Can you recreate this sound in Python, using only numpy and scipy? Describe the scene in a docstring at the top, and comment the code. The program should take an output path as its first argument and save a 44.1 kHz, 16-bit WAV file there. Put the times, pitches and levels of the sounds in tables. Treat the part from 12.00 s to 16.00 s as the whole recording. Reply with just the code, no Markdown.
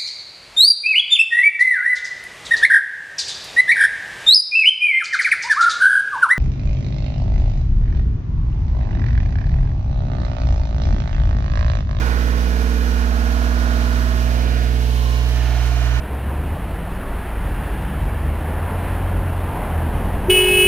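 """A deep diesel drone, with a broad hiss all around: paving machinery on a steaming road between trees.
The engine holds about 2400 rpm; three firings a cycle make the exhaust note. Valve clatter, ringing
steel panels and one knock repeat each cycle, over fan rush, pump and gear whine and a swelling hum.
The listener turns from the road past the trees to a roller, so the engine's timbre and direction shift."""
import sys
import numpy as np
from scipy.fft import rfft, irfft, next_fast_len
from scipy.io import wavfile
from scipy.ndimage import map_coordinates

SR = 44100
rng = np.random.default_rng(int(sys.argv[2]) if len(sys.argv) > 2 else 0)


def wav_out(sig):
    """Save sig, one row per channel (or a flat mono array), as 16-bit PCM at SR to the path in sys.argv[1]."""
    wavfile.write(sys.argv[1], SR, np.round(np.clip(np.atleast_2d(sig).T, -1, 1) * 32767).astype(np.int16))


N = 176400
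FIRINGS_PER_CYCLE = 3
KNOCK_AT_CYCLES = .4


def amp(db):
    """Decibels to gain."""
    return 10 ** (np.asarray(db) / 20)


def curves(rows):
    """Each column after the time, one value per sample."""
    times_s, *columns = np.transpose(rows)
    return [np.interp(np.arange(N) / SR, times_s, column) for column in columns]


def spectra(rows, hz):
    """Each column after the frequency, read on a log axis."""
    knots_hz, *columns = np.transpose(rows)
    return np.array([np.interp(np.log(hz + 1), np.log(knots_hz + 1), column) for column in columns])


def wobble(rate_hz):
    """Smooth random curve, rate_hz knots a second."""
    knots = rng.standard_normal(int(N * rate_hz / SR) + 4)
    return map_coordinates(knots, [np.arange(N) * rate_hz / SR + 1])


def filtered(x, response):
    """Apply a frequency response to x."""
    size = next_fast_len(N + SR // 2)
    return irfft(rfft(x, size) * response(np.fft.rfftfreq(size, 1 / SR)), size)[..., :N]


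def lowpass(hz, corner_hz, order):
    """Zero-phase low-pass gain."""
    return 1 / (1 + (hz / corner_hz) ** order)


def noise(rows, channels):
    """Noise for each column of spectral densities."""
    white = rng.standard_normal((channels, N))
    return filtered(white, lambda hz: amp(spectra(rows, hz)) * np.sqrt(SR / 2))


def sine(cycles, rms_db):
    """Sine with a random start phase."""
    return np.sqrt(2) * amp(rms_db) * np.sin(2 * np.pi * (cycles + rng.random()))


def blend(views, facing):
    """Cross-fade between directions; the last one holds."""
    position = np.minimum(facing, len(views) - 1)
    return sum(view * np.maximum(1 - abs(position - k), 0) for k, view in enumerate(views))


def shaft_lines(rows, cycles, facing, waver_db, drift_cycles, rate_hz):
    """Sines at the nearest whole multiples of the cycle rate; all but the firing note waver."""
    out = np.zeros(N)
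    for order, *levels_db in rows:
        wavers = round(order) != FIRINGS_PER_CYCLE
        phase = round(order) * cycles + wavers * drift_cycles * wobble(rate_hz)
        level_db = blend(levels_db, facing) + wavers * waver_db * wobble(rate_hz)
        out += sine(phase, level_db)
    return out


# Exhaust lines: multiple of cycle rate, level/dB facing road, level/dB turned away
EXHAUST_LINES_DB = [(2, -57, -57), (3, -16.5, -16), (4, -38, -41), (5, -61.5, -48), (7, -44.5, -55),
                    (8, -51, -47), (10, -50, -48), (11, -42, -48.5), (13, -42.5, -47.5), (14, -40, -46),
                    (15, -61, -50.5), (16, -47, -48), (17, -46, -58.5), (18, -48, -58), (19, -49, -49),
                    (20, -45, -72), (21, -60, -52), (23, -43, -49), (24, -43, -55.5), (25, -43.5, -62)]
# Firing-note harmonics: t/s, level/dB of 2nd, 3rd, 4th
FIRING_HARMONICS_DB = [(0, -30.5, -36, -35), (.5, -37.5, -33, -32.5), (1.1, -44, -36, -30.5),
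                       (1.7, -32.5, -38, -29), (2.3, -29, -39, -32), (2.8, -27.5, -42.5, -36),
                       (3.4, -27, -45.5, -41), (4, -25.5, -46.5, -58)]

def exhaust(cycles, facing):
    """Firing note, its swelling harmonics and weaker lines from unequal cylinders."""
    harmonics = sum(sine(k * FIRINGS_PER_CYCLE * cycles, level_db)
                    for k, level_db in enumerate(curves(FIRING_HARMONICS_DB), start=2))
    lines = shaft_lines(EXHAUST_LINES_DB, cycles, facing, waver_db=1.94, drift_cycles=.018, rate_hz=4.97)
    return harmonics + lines


# Hiss spectrum: f/Hz, density/(dB per Hz) left, right
HISS_DENSITY_DB = [(100, -78, -84), (500, -78, -79), (1000, -76.5, -76), (1510, -75.5, -71.5),
                   (2050, -83.5, -76.5), (3050, -79.5, -71.5), (3360, -75.5, -78.5), (4120, -76, -76.5),
                   (5000, -79.5, -75.5), (5500, -82.5, -73.5), (6270, -84.5, -75), (7340, -89.5, -83.5),
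                   (8500, -87, -87.5), (10000, -89, -86), (11400, -89.5, -83), (13200, -97, -82.5),
                   (14000, -97, -88.5), (15500, -94, -88.5)]
# Hiss swell: t/s, gain/dB left, right
HISS_GAIN_DB = [(0, -0.5, 0), (1.4, 1, 0), (1.9, 3, .5), (2.25, 0.5, 0.5), (2.55, -0.5, -2), (2.8, 0, -1.5),
                (2.95, 1, -0.5), (3.4, 1, 0), (4, 1, -1)]
# Hiss treble: t/s, gain/dB
HISS_TREBLE_DB = [(0, 1), (.7, 1), (1.6, -1), (2.2, 1), (2.6, 0), (2.95, 3), (3.25, 0), (3.55, 0), (4, -1)]

def hiss(flutter_db=.75, treble_hz=8000):
    """Fluttering hiss from all sides, independent left and right; its treble swells separately."""
    whole = noise(HISS_DENSITY_DB, channels=2)
    whole *= amp(np.array(curves(HISS_GAIN_DB)) + flutter_db * wobble(rate_hz=30))
    low = filtered(whole, lambda hz: lowpass(hz, treble_hz, order=12))
    return low + (whole - low) * amp(curves(HISS_TREBLE_DB)[0])


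# Clatter spectrum: f/Hz, level/dB per line facing road, trees, roller
CLATTER_LINES_DB = [(527, -52, -47, -55), (590, -53, -56, -60.5), (634, -45.5, -50, -51),
                    (810, -53.5, -77, -59), (905, -51, -61, -54.5), (1050, -58, -60, -60),
                    (1170, -55, -62, -58), (1320, -48, -75, -54), (1800, -54, -52, -57.5),
                    (1980, -57, -67, -59), (2400, -64, -59, -57.5), (2900, -67.5, -60.5, -63.5),
                    (3460, -67.5, -62, -67), (4790, -68, -68, -77)]

def clatter(cycles, facing, cycle_hz, shifting_share=.47, size=4096):
    """Valves and injectors repeat one dense, slowly changing pattern each cycle."""
    hz = np.arange(size // 2 + 1) * cycle_hz
    magnitudes = amp(spectra(CLATTER_LINES_DB, hz)) * ((hz > 510) & (hz < 5200))

    def pattern():
        phases = np.exp(2j * np.pi * rng.random(len(hz)))
        shapes = irfft(magnitudes * phases) * size / np.sqrt(2)
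        return blend([np.interp(cycles % 1 * size, np.arange(size), shape) for shape in shapes], facing)

    shifting = sum(wobble(rate_hz=5) * pattern() for _ in range(4)) / 2
    return np.sqrt(1 - shifting_share) * pattern() + np.sqrt(shifting_share) * shifting


# Panel modes: f/Hz, width/Hz, level/dB facing road, trees, roller
PANEL_MODES = [(1059, 54, -57.5, -39.5, -50), (1454, 82, -43, -49, -47), (1674, 44, -42, -53, -49),
               (1802, 85, -44.5, -55, -47.5), (2216, 81, -49.5, -45, -51), (2406, 90, -47.5, -50, -55),
               (2898, 83, -57, -52, -50.5), (3100, 30, -61.5, -47, -49), (4080, 190, -57.5, -48, -51),
               (6230, 300, -59, -78, -53)]

def panels(cycles, facing, locked_share=.57, shake_depth=.35, size=2048):
    """The engine shakes steel panels, partly alike each cycle, partly at random."""
    pattern = irfft(np.exp(2j * np.pi * rng.random(size // 2 + 1))) * np.sqrt(size)
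    locked = pattern[(cycles % 1 * size).astype(int)]
    drive = np.sqrt(locked_share) * locked + np.sqrt(1 - locked_share) * rng.standard_normal(N)
    drive *= 1 + shake_depth * np.cos(2 * np.pi * (cycles - KNOCK_AT_CYCLES))
    out = np.zeros(N)
    for mode_hz, width_hz, *levels_db in PANEL_MODES:
        def resonance(hz):
            damping = 2j * hz * width_hz
            return (damping / (mode_hz ** 2 - hz ** 2 + damping)) ** 2
        ring = filtered(drive, resonance)
        out += ring / ring.std() * amp(blend(levels_db, facing))
    return out


# Rush spectrum: f/Hz, density/(dB per Hz) facing road, turned away
RUSH_DENSITY_DB = [(12, -76, -76), (40, -64, -66), (99, -58.5, -63), (158, -69, -74), (274, -63, -68),
                   (450, -68.5, -72.5), (590, -74.5, -80.5), (1020, -66, -85), (1450, -74, -81),
                   (1860, -72, -78.5), (2540, -83.5, -78), (4170, -83, -84), (8000, -105, -105)]

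def rush(cycles, facing, throb_depth=.38):
    """Exhaust and fan noise throbs with the firings."""
    throb = 1 + throb_depth * np.cos(2 * np.pi * FIRINGS_PER_CYCLE * cycles)
    return blend(noise(RUSH_DENSITY_DB, channels=1), facing) * throb


# Whine lines: multiple of cycle rate (rounded in use), level/dB facing road, trees, roller
WHINE_LINES_DB = [(32, -46, -47, -46.5), (41, -60, -52, -57), (44, -48.5, -42, -50.5), (52, -54, -50, -56),
                  (54, -45.5, -56, -54), (72.67, -42.5, -55, -49.5), (73, -51, -56, -59),
                  (74, -48.5, -56, -56), (83.8, -48.5, -50, -57), (89.4, -52, -49, -46),
                  (119.7, -53, -66, -53), (143.4, -56, -49, -50.5)]

def gear_whine(cycles, facing):
    """Gears and pumps sound wavering lines tied to the shaft."""
    return shaft_lines(WHINE_LINES_DB, cycles, facing, waver_db=2.4, drift_cycles=.13, rate_hz=6)


# Knock: t/s, level/dB, ring f/Hz
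KNOCK_TRACK = [(0, -41, 720), (.7, -47, 645), (1.1, -29.5, 656), (2.2, -32, 657), (2.65, -33, 704),
               (3.1, -40, 719), (3.35, -32.5, 709), (3.8, -26, 693), (4, -40, 682)]

def knock(cycles, cycle_hz, t60_s=.1, attack_s=.00092, scatter_db=1.5, scatter_s=.00012):
    """One blow a cycle rings a panel; strength and phase scatter from blow to blow."""
    level_db, ring_hz = curves(KNOCK_TRACK)
    blow, cycles_since = np.divmod(cycles + 1 - KNOCK_AT_CYCLES, 1)
    draws = rng.standard_normal((int(blow[-1]) + 1, 2))
    strength, lateness = draws[blow.astype(int)].T
    age_s = cycles_since / cycle_hz
    envelope = np.exp(-np.log(1000) * age_s / t60_s) * (1 - np.exp(-age_s / attack_s))
    ring = np.sin(2 * np.pi * ring_hz * (age_s - scatter_s * lateness))
    return amp(level_db + scatter_db * strength) * envelope * ring


# Pump whine: t/s, level/dB
PUMP_LEVEL_DB = [(0, -45), (.5, -52), (1.6, -49), (2.1, -48.5), (2.6, -42), (3.1, -43), (3.4, -41),
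                 (3.75, -46), (4, -51)]

def pump_whine(cycles, order=36, drift_cycles=.022):
    """Clean shaft-locked whine, perhaps a hydraulic pump; loudest during the turn."""
    return sine(order * cycles + drift_cycles * wobble(rate_hz=4), curves(PUMP_LEVEL_DB)[0])


# Hum: t/s, f/Hz, level/dB
HUM_TRACK = [(0, 444.4, -44.5), (.7, 441.8, -36.5), (1.2, 444, -45), (2.0, 443, -52), (2.4, 440.4, -43),
             (2.8, 439, -38.5), (3.05, 435, -41.5), (3.4, 438, -45.5), (4, 442, -51)]

def hum():
    """A mid hum swells twice, sagging a little in pitch."""
    hz, level_db = curves(HUM_TRACK)
    return sine(np.cumsum(hz) / SR, level_db)


# Clatter, panels, rush and whine together: t/s, gain/dB
MACHINERY_GAIN_DB = [(0, 4), (.25, 1.5), (.5, 0.5), (.9, 0), (1.4, -2.5), (2, 0), (2.5, 2), (2.9, -2),
                     (3.2, -1), (3.5, -0.5), (4, 1.5)]
# Their middle band: t/s, gain/dB
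MID_GAIN_DB = [(0, -1), (.7, -2.5), (1.1, 3), (1.5, 3.5), (1.95, 3), (2.4, -3), (2.75, -3.5), (3.1, 0.5),
               (3.5, -1), (4, 2)]

def swell(machinery, low_hz=850, high_hz=1880):
    """Overall level and middle band rise and fall as the listener turns."""
    whole = machinery * amp(curves(MACHINERY_GAIN_DB)[0])
    middle = filtered(whole, lambda hz: lowpass(hz, high_hz, order=8) - lowpass(hz, low_hz, order=8))
    return whole + middle * (amp(curves(MID_GAIN_DB)[0]) - 1)


# Engine arrival, left behind right: t/s, lag/ms
LEFT_LAG_MS = [(0, .35), (1.0, 0.33), (2.1, 0.31), (2.45, 0.39), (2.8, 0.36), (3.1, 0.29), (3.3, 0.13),
               (3.5, -0.039), (4, -0.13)]
# Engine balance, left minus right: f/Hz, level/dB
LEFT_BALANCE_DB = [(60, -8.3), (120, -5.8), (240, -6), (700, -6.5), (1300, -10.5), (2400, -10), (4400, -4)]

def direction(engine, fade_s=.0024):
    """The engine is weaker on the left, arriving there late at first and early after the turn."""
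    def balance(hz):
        ratio = amp(spectra(LEFT_BALANCE_DB, hz)[0])
        return np.array([ratio, np.ones_like(ratio)]) * np.sqrt(2 / (1 + ratio ** 2))

    lag_samples = curves(LEFT_LAG_MS)[0] * SR / 1000
    n = np.arange(N)
    pair = [map_coordinates(engine, [n + side * lag_samples / 2], mode="nearest") for side in (-1, 1)]
    edge_fade = np.minimum(np.minimum(n, n[::-1]) / (fade_s * SR), 1)
    return filtered(np.array(pair) * edge_fade, balance)


# Engine cycle rate, two revolutions a cycle: t/s, f/Hz
CYCLE_RATE_HZ = [(0, 20.08), (.6, 20.08), (1.2, 20.025), (2.2, 20.005), (4, 20.01)]
# Listener's turn: t/s, direction (0 road, 1 trees, 2 roller)
FACING = [(0, 0.015), (1.9, 0.19), (2.4, 0.4), (2.8, 0.46), (3.0, 1), (3.22, 1.22), (3.45, 2), (4, 2.07)]

def scene():
    """One shaft times every engine layer but the hum; the hiss surrounds them."""
    cycles = np.cumsum(curves(CYCLE_RATE_HZ)[0]) / SR
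    cycle_hz = CYCLE_RATE_HZ[-1][1]
    facing = np.clip(curves(FACING)[0], 0, 2)
    machinery = gear_whine(cycles, facing) + clatter(cycles, facing, cycle_hz)
    machinery += panels(cycles, facing) + rush(cycles, facing)
    engine = exhaust(cycles, facing) + swell(machinery)
    engine += knock(cycles, cycle_hz) + pump_whine(cycles) + hum()
    return direction(engine) + hiss()


def record(dry, top_hz=15700):
    """Cut everything above top_hz."""
    return filtered(dry, lambda hz: hz < top_hz)


dry = scene()
out = record(dry)
wav_out(out)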